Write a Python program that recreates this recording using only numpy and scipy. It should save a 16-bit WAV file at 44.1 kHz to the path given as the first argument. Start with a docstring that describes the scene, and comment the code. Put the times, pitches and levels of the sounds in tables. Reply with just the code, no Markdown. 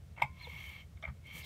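"""A workshop, one microphone close above the bore of an oiled metal cylinder.
A piston is worked up and down: it rattles and knocks at each turn of the stroke, and the block thuds
on its support. Between the turns the rings scrape and hiss along the wall, and air squeaks and
bubbles through the oil. Behind it all lie a low rumble and a wavering hum."""
import sys
import numpy as np
from scipy import signal
from scipy.fft import rfft, irfft
from scipy.io import wavfile

SR = 44100
rng = np.random.default_rng(int(sys.argv[2]) if len(sys.argv) > 2 else 0)


def waveform_to_disk(signal):
    """Save audio, clipped to [-1, 1], as 16-bit WAV at the path in sys.argv[1]."""
    frames = np.transpose(np.atleast_2d(signal))
    scaled = np.clip(frames, -1, 1) * 32767
    samples = np.round(scaled).astype(np.int16)
    wavfile.write(sys.argv[1], SR, samples)


N = 63945
T = np.arange(N) / SR

# Piston blows and one hollow bubble pop in the oil (at 0.4685 s), close up:
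# t/s, hollow body/dB, bore ring/dB, metal edge/dB, oily crunch/dB
KNOCKS_AND_POP = [(.164, -63, -55, -67, -57), (0.1753, -50, -49, -78, -48.5),
                  (0.1807, -52, -42.5, -78, -52.5), (.1945, -50.5, -52, -74, -48),
                  (.1995, -57, -53, -74, -43), (0.2156, -42.5, -52, -54, -55),
                  (0.2198, -20.5, -20.5, -36, -44), (.2293, -36, -41, -51, -56),
                  (0.233, -39, -36, -59, -58), (.2435, -39, -67, -80, -64), (.4685, -49, -58, -72, -64),
                  (.971, -85, -58, -64, -66), (1.0257, -68, -45.5, -49.5, -46.5),
                  (1.0305, -59, -58, -51, -55), (1.0363, -71, -35, -64, -49.5),
                  (1.0495, -78, -32.5, -54, -46), (1.0645, -68, -53, -72, -59),
                  (1.0745, -53.5, -46, -72, -45.5), (1.085, -64, -61, -63, -51.5),
                  (1.095, -67, -59, -82, -58)]
# Modes of body, bore and metal edge: f/Hz, relative level/dB, time to peak/s
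BODY_MODES = [(650, -17, 0.00274), (908, 2, 0.002473), (1088, -11, 0.00395), (1560, -25, 0.0029),
              (2598, -10, 0.00307)]
BORE_MODES = [(1990, -16, 0.00306), (2162, -4, .0042), (2299, -6.5, 0.0043)]
EDGE_MODES = [(3210, -0.5, .0014), (3550, -0.5, 0.001328)]
# The block ringing on after body and bore are excited: f/Hz, relative level/dB, T60/s
BODY_TAIL = [(908, -29, .13), (1044, -35, .4), (1119, -28, .11), (1212, -37, .11), (1439, -46, .27),
             (1543, -49, .17), (2547, -31, .1), (2635, -35, .13), (8425, -50, .09)]
BORE_TAIL = [(1893, -36, .11), (2001, -35, .11), (2135, -26, .11), (2270, -33, .2)]
# Spectra of crushed oil film and of the tick of bare metal: f/Hz, relative density/dB
CRUNCH_SPECTRUM = [(20, -22), (400, -13.5), (650, 1), (800, -3.5), (1300, 2), (1650, -3.5), (1950, 2),
                   (2400, -10), (2700, -13), (3200, -11.5), (3700, -26), (4300, -24), (5800, -41),
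                   (7000, -34), (16000, -45)]
TICK_SPECTRUM = [(20, -11), (3000, 6.5), (4500, -4), (5200, 7), (5500, -10), (5850, 2), (6300, -18),
                 (7200, -2), (7700, 4.5), (8200, -7.5), (10000, -14), (11000, -7), (11550, 3.5),
                 (12200, -10), (12900, -6), (13600, -11), (14500, -14), (16000, -21)]
def piston_knocks_and_pop():
    """Piston blows and one bubble pop sound body, bore and edge, with an oily crunch and a tick."""
    body = swelling(BODY_MODES) + amp(4) * lingering(BODY_TAIL)
    bore = swelling(BORE_MODES) + amp(4) * lingering(BORE_TAIL)
    edge = swelling(EDGE_MODES)
    crunch = colour(friction(), CRUNCH_SPECTRUM)
    tick = colour(rng.standard_normal(N), TICK_SPECTRUM)
    hardest_db = max(event[1] for event in KNOCKS_AND_POP)
    out = np.zeros(N)
    for start, body_db, bore_db, edge_db, crunch_db in KNOCKS_AND_POP:
        add(out, start, amp(body_db) * body + amp(bore_db) * bore + amp(edge_db) * edge)
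        out += amp(crunch_db) * crunch * burst(start, rise_s=0.003, decay_s=0.0079)
        tick_db = -40.5 + 1.5 * (body_db - hardest_db)  # soft events barely tick
        out += amp(tick_db) * tick * burst(start, rise_s=0.00075, decay_s=0.0057)
    return out


# Course of ring scrape, upper bore resonance (strongest late in a stroke) and oil hiss: t/s, level/dB
SCRAPE_LEVELS = [(0, -90), (.32, -77), (.36, -63), (.39, -59), (.42, -54), (.5, -51.5), (.57, -50),
                 (.68, -50.5), (.75, -52.5), (.81, -55.5), (.845, -71), (.87, -88), (1.21, -80.5),
                 (1.243, -69), (1.26, -58), (1.32, -52.5), (1.37, -49), (1.45, -52)]
SING_LEVELS = [(.5, -100), (.6, -78), (.67, -57.5), (.76, -74), (.81, -56.5), (.87, -100), (1.22, -100),
               (1.28, -60), (1.45, -67)]
HISS_LEVELS = [(0, -100), (.33, -89), (.42, -71.5), (.5, -68), (.61, -66.5), (.7, -65.5), (.8, -74),
               (.86, -85), (1.24, -88), (1.27, -75), (1.295, -74.5), (1.328, -67.5), (1.35, -56),
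               (1.385, -53), (1.402, -57.5), (1.435, -68), (1.447, -60.5)]
# Their spectra just above the bore: f/Hz, relative density/dB
SCRAPE_SPECTRUM = [(20, -45), (400, -44), (750, -24.5), (930, -22.5), (1200, -19.5), (1450, -30),
                   (1800, -19), (2030, -20.5), (2160, 1.5), (2300, -6.5), (2480, -19), (2700, -13.5),
                   (2900, -20.5), (3170, -13), (3750, -25), (4350, -25.5), (4600, -26), (5000, -46),
                   (5400, -31), (5880, -32), (6300, -41), (9000, -58), (20000, -64)]
SING_SPECTRUM = [(20, -74), (2800, -24), (3080, -10.5), (3170, -1), (3260, -31), (3600, -29), (20000, -83)]
HISS_SPECTRUM = [(20, -27), (350, 2), (700, -0.5), (1500, -18), (4000, -3), (5100, -6.5), (5900, -0.5),
                 (6700, -1), (7400, -1), (8000, -4.5), (8600, 0), (10600, -6.5), (11700, 2.5), (12600, -2),
                 (14000, 1.5), (16000, -6.5)]
# The rings catch and slip: t/s, gritty hiss/dB, bore ring/dB
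CATCHES = [(.494, -78, -44.5), (.558, -78, -41), (0.602, -57, -52.5), (.662, -76, -47), (.69, -63, -71),
           (.819, -71, -74), (1.256, -78, -48.5), (1.267, -67, -56), (1.275, -75, -50), (1.307, -78, -44.5),
           (1.363, -66, -46), (1.383, -62, -56), (1.443, -62, -53)]
def piston_rings():
    """Sliding rings excite the bore, catching and slipping, while the oil film hisses."""
    judder = amp(1.05 * wander(rate_hz=23))
    scrape = colour(friction(), SCRAPE_SPECTRUM) * level(SCRAPE_LEVELS) * judder
    sing = colour(friction(), SING_SPECTRUM) * level(SING_LEVELS)
    grit, slips = np.zeros(N), np.zeros(N)
    for start, grit_db, bore_db in CATCHES:
        grit += amp(grit_db) * burst(start, rise_s=0.00075, decay_s=0.0036)
        add(slips, start, amp(bore_db) * ping(hz=2195, peak_s=0.0055))
    flicker = amp(1.1 * wander(rate_hz=50))
    hiss = colour(friction(), HISS_SPECTRUM) * (level(HISS_LEVELS) * flicker + grit)
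    return scrape + sing + slips + hiss


# Thuds from under the cylinder: t/s, level/dB, f/Hz, overtone level/dB
BLOCK_THUDS = [(.001, -54.5, 74, -56.5), (.097, -52, 79.4, -53), (.222, -44, 66.4, -40),
               (.287, -43, 79.4, -56), (0.511, -63, 81, -55.5), (0.941, -44, 77, -59),
               (1.071, -40, 68, -44.5), (1.095, -64, 66.8, -43.5), (1.335, -50, 79, -48.5)]
def block_thuds():
    """The block rocks on its support: a low note with two overtones."""
    out, peak_s = np.zeros(N), 0.0189
    for start, db, hz, overtone_db in BLOCK_THUDS:
        overtones = ping(2.023 * hz, peak_s) + amp(-13) * ping(3 * hz, peak_s)
        add(out, start, amp(db) * ping(hz, peak_s) + amp(overtone_db) * overtones)
    return out


# Thin squeaks, one path of points each: t/s, f/Hz, level/dB, roughness/fraction of pitch
SQUEAK_PATHS = [
    [(.162, 2750, -70, 0.07), (.168, 2716, -64, 0), (.192, 2690, -80, .03)],
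    [(.36, 1021, -80, 0.15), (.42, 980, -65, 0.05), (.51, 946, -67, 0.09), (.62, 890, -80, 0.18)],
    [(.385, 3640, -80, 0.08), (.402, 4150, -62, 0.01), (.422, 4230, -67, 0.02), (.442, 4130, -51.5, 0),
     (.453, 3500, -53, 0), (.468, 3200, -82, 0.16)],
    [(1.018, 5780, -80, 0.08), (1.028, 5680, -69, 0.03), (1.04, 5500, -83, 0)],
    [(1.405, 5500, -80, 0.18), (1.425, 4900, -65, 0.1), (1.438, 4250, -57, 0.1), (1.455, 3690, -55, 0.09)],
]
# Bubbles in the oil: t/s, level/dB, f/Hz
OIL_BUBBLES = [(.4695, -48.5, 489), (1.0345, -43.5, 650), (1.36, -56.5, 494)]
def air_through_oil():
    """Air squeezes past the rings in gliding squeaks and a few bubbles, and the air column in the bore sounds a
    slow falling tone as the piston descends."""
    out = np.zeros(N)
    for path in SQUEAK_PATHS:
        times, hz, db, roughness = np.transpose(path)
        rasp = np.interp(T, times, roughness) * wander(rate_hz=690)
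        waver = 0.0071 * wander(rate_hz=250)
        pitch = np.interp(T, times, hz) * (1 + rasp + waver)
        envelope = np.interp(T, times, amp(db), left=0, right=0)
        out += np.sqrt(2) * envelope * tone(pitch)
    for start, db, hz in OIL_BUBBLES:
        add(out, start, amp(db) * ping(hz, peak_s=3.19 / hz))
    return out


# Room tone behind the cylinder: f/Hz, relative density/dB
RUMBLE_SPECTRUM = [(10, -41), (25, -24), (45, -11), (65, 2.5), (80, 2), (105, -3.5), (145, -2.5),
                   (200, -13.5), (250, -22), (400, -25.5), (620, -24), (800, -31.5), (2000, -35.5),
                   (5000, -40), (9500, -44), (10500, -48), (12000, -46), (16000, -49.5)]
def workshop():
    """The background is a low rumble with a wavering hum."""
    hum = unit(tone(hz=80.5 + 4 * wander(rate_hz=7.7)))
    rumble = colour(rng.standard_normal(N), RUMBLE_SPECTRUM)
    return amp(-54.5) * rumble + amp(-58.5) * hum


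def room(x, tail_db=-14, t60_s=0.14, delay_s=0.007):
    """Nearby surfaces send a short, dense tail to the microphone after the direct sound."""
    t = T[:SR // 3]
    tail = rng.standard_normal(len(t)) * amp(-60 * t / t60_s) * (t > delay_s)
    return x + amp(tail_db) * signal.fftconvolve(x, tail / np.linalg.norm(tail))[:N]


def friction(slips_per_s=1800, spread_db=2, slip_share=0.34):
    """Tiny slips of uneven size over a smooth rub."""
    sizes = rng.standard_normal(N) * amp(spread_db * np.minimum(rng.exponential(1, N), 4))
    slips = sizes * (rng.random(N) < slips_per_s / SR)
    return np.sqrt(slip_share) * unit(slips) + np.sqrt(1 - slip_share) * rng.standard_normal(N)


def ping(hz, peak_s):
    """A damped resonance that swells to its peak and dies."""
    t = T[:SR // 4]
    age = t / peak_s
    return (age * np.exp(1 - age)) ** 2.05 * np.sin(2 * np.pi * hz * (t - peak_s))


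def swelling(modes):
    """Modes excited together swell and die."""
    return sum(amp(db) * ping(hz, peak_s) for hz, db, peak_s in modes)


def lingering(modes):
    """Modes start at once and fade exponentially."""
    t = T[:SR // 4]
    return sum(amp(db - 60 * t / t60) * np.sin(2 * np.pi * hz * t) for hz, db, t60 in modes)


def burst(start, rise_s, decay_s):
    """An envelope that swells quickly and dies away."""
    t = np.maximum(T - start, 0)
    return (1 - np.exp(-t / rise_s)) * np.exp(-t / decay_s)


def colour(x, spectrum):
    """Filters x by a spectrum, at unit power."""
    hz, db = np.transpose(spectrum)
    gain = amp(np.interp(np.log(np.fft.rfftfreq(N, 1 / SR) + 1), np.log(hz), db))
    return unit(irfft(rfft(x) * gain, N))


def wander(rate_hz):
    """Smooth random drift of unit power."""
    lowpass = np.exp(-(np.fft.rfftfreq(N, 1 / SR) / rate_hz) ** 2)
    return unit(irfft(rfft(rng.standard_normal(N)) * lowpass, N))


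def tone(hz):
    return np.sin(2 * np.pi * np.cumsum(hz) / SR)


def level(points):
    return amp(np.interp(T, *np.transpose(points)))


def amp(db):
    return 10 ** (np.asarray(db) / 20)


def unit(x):
    return x / np.sqrt(np.mean(x ** 2) + 1e-20)


def add(mix, start, sound):
    part = mix[max(round(start * SR), 0):][:len(sound)]
    part += sound[:len(part)]


def scene():
    """Piston, oil and workshop in mono, from close above the bore."""
    in_room = room(piston_knocks_and_pop() + air_through_oil())
    return (in_room + piston_rings() + block_thuds() + workshop())[None]


def record(dry, cutoff_hz=15750):
    """The microphone signal loses its highest treble."""
    lowpass = signal.firwin(511, cutoff_hz, window=("kaiser", 9), fs=SR)
    return signal.oaconvolve(dry, lowpass[None], "same")


dry = scene()
out = record(dry)
waveform_to_disk(out)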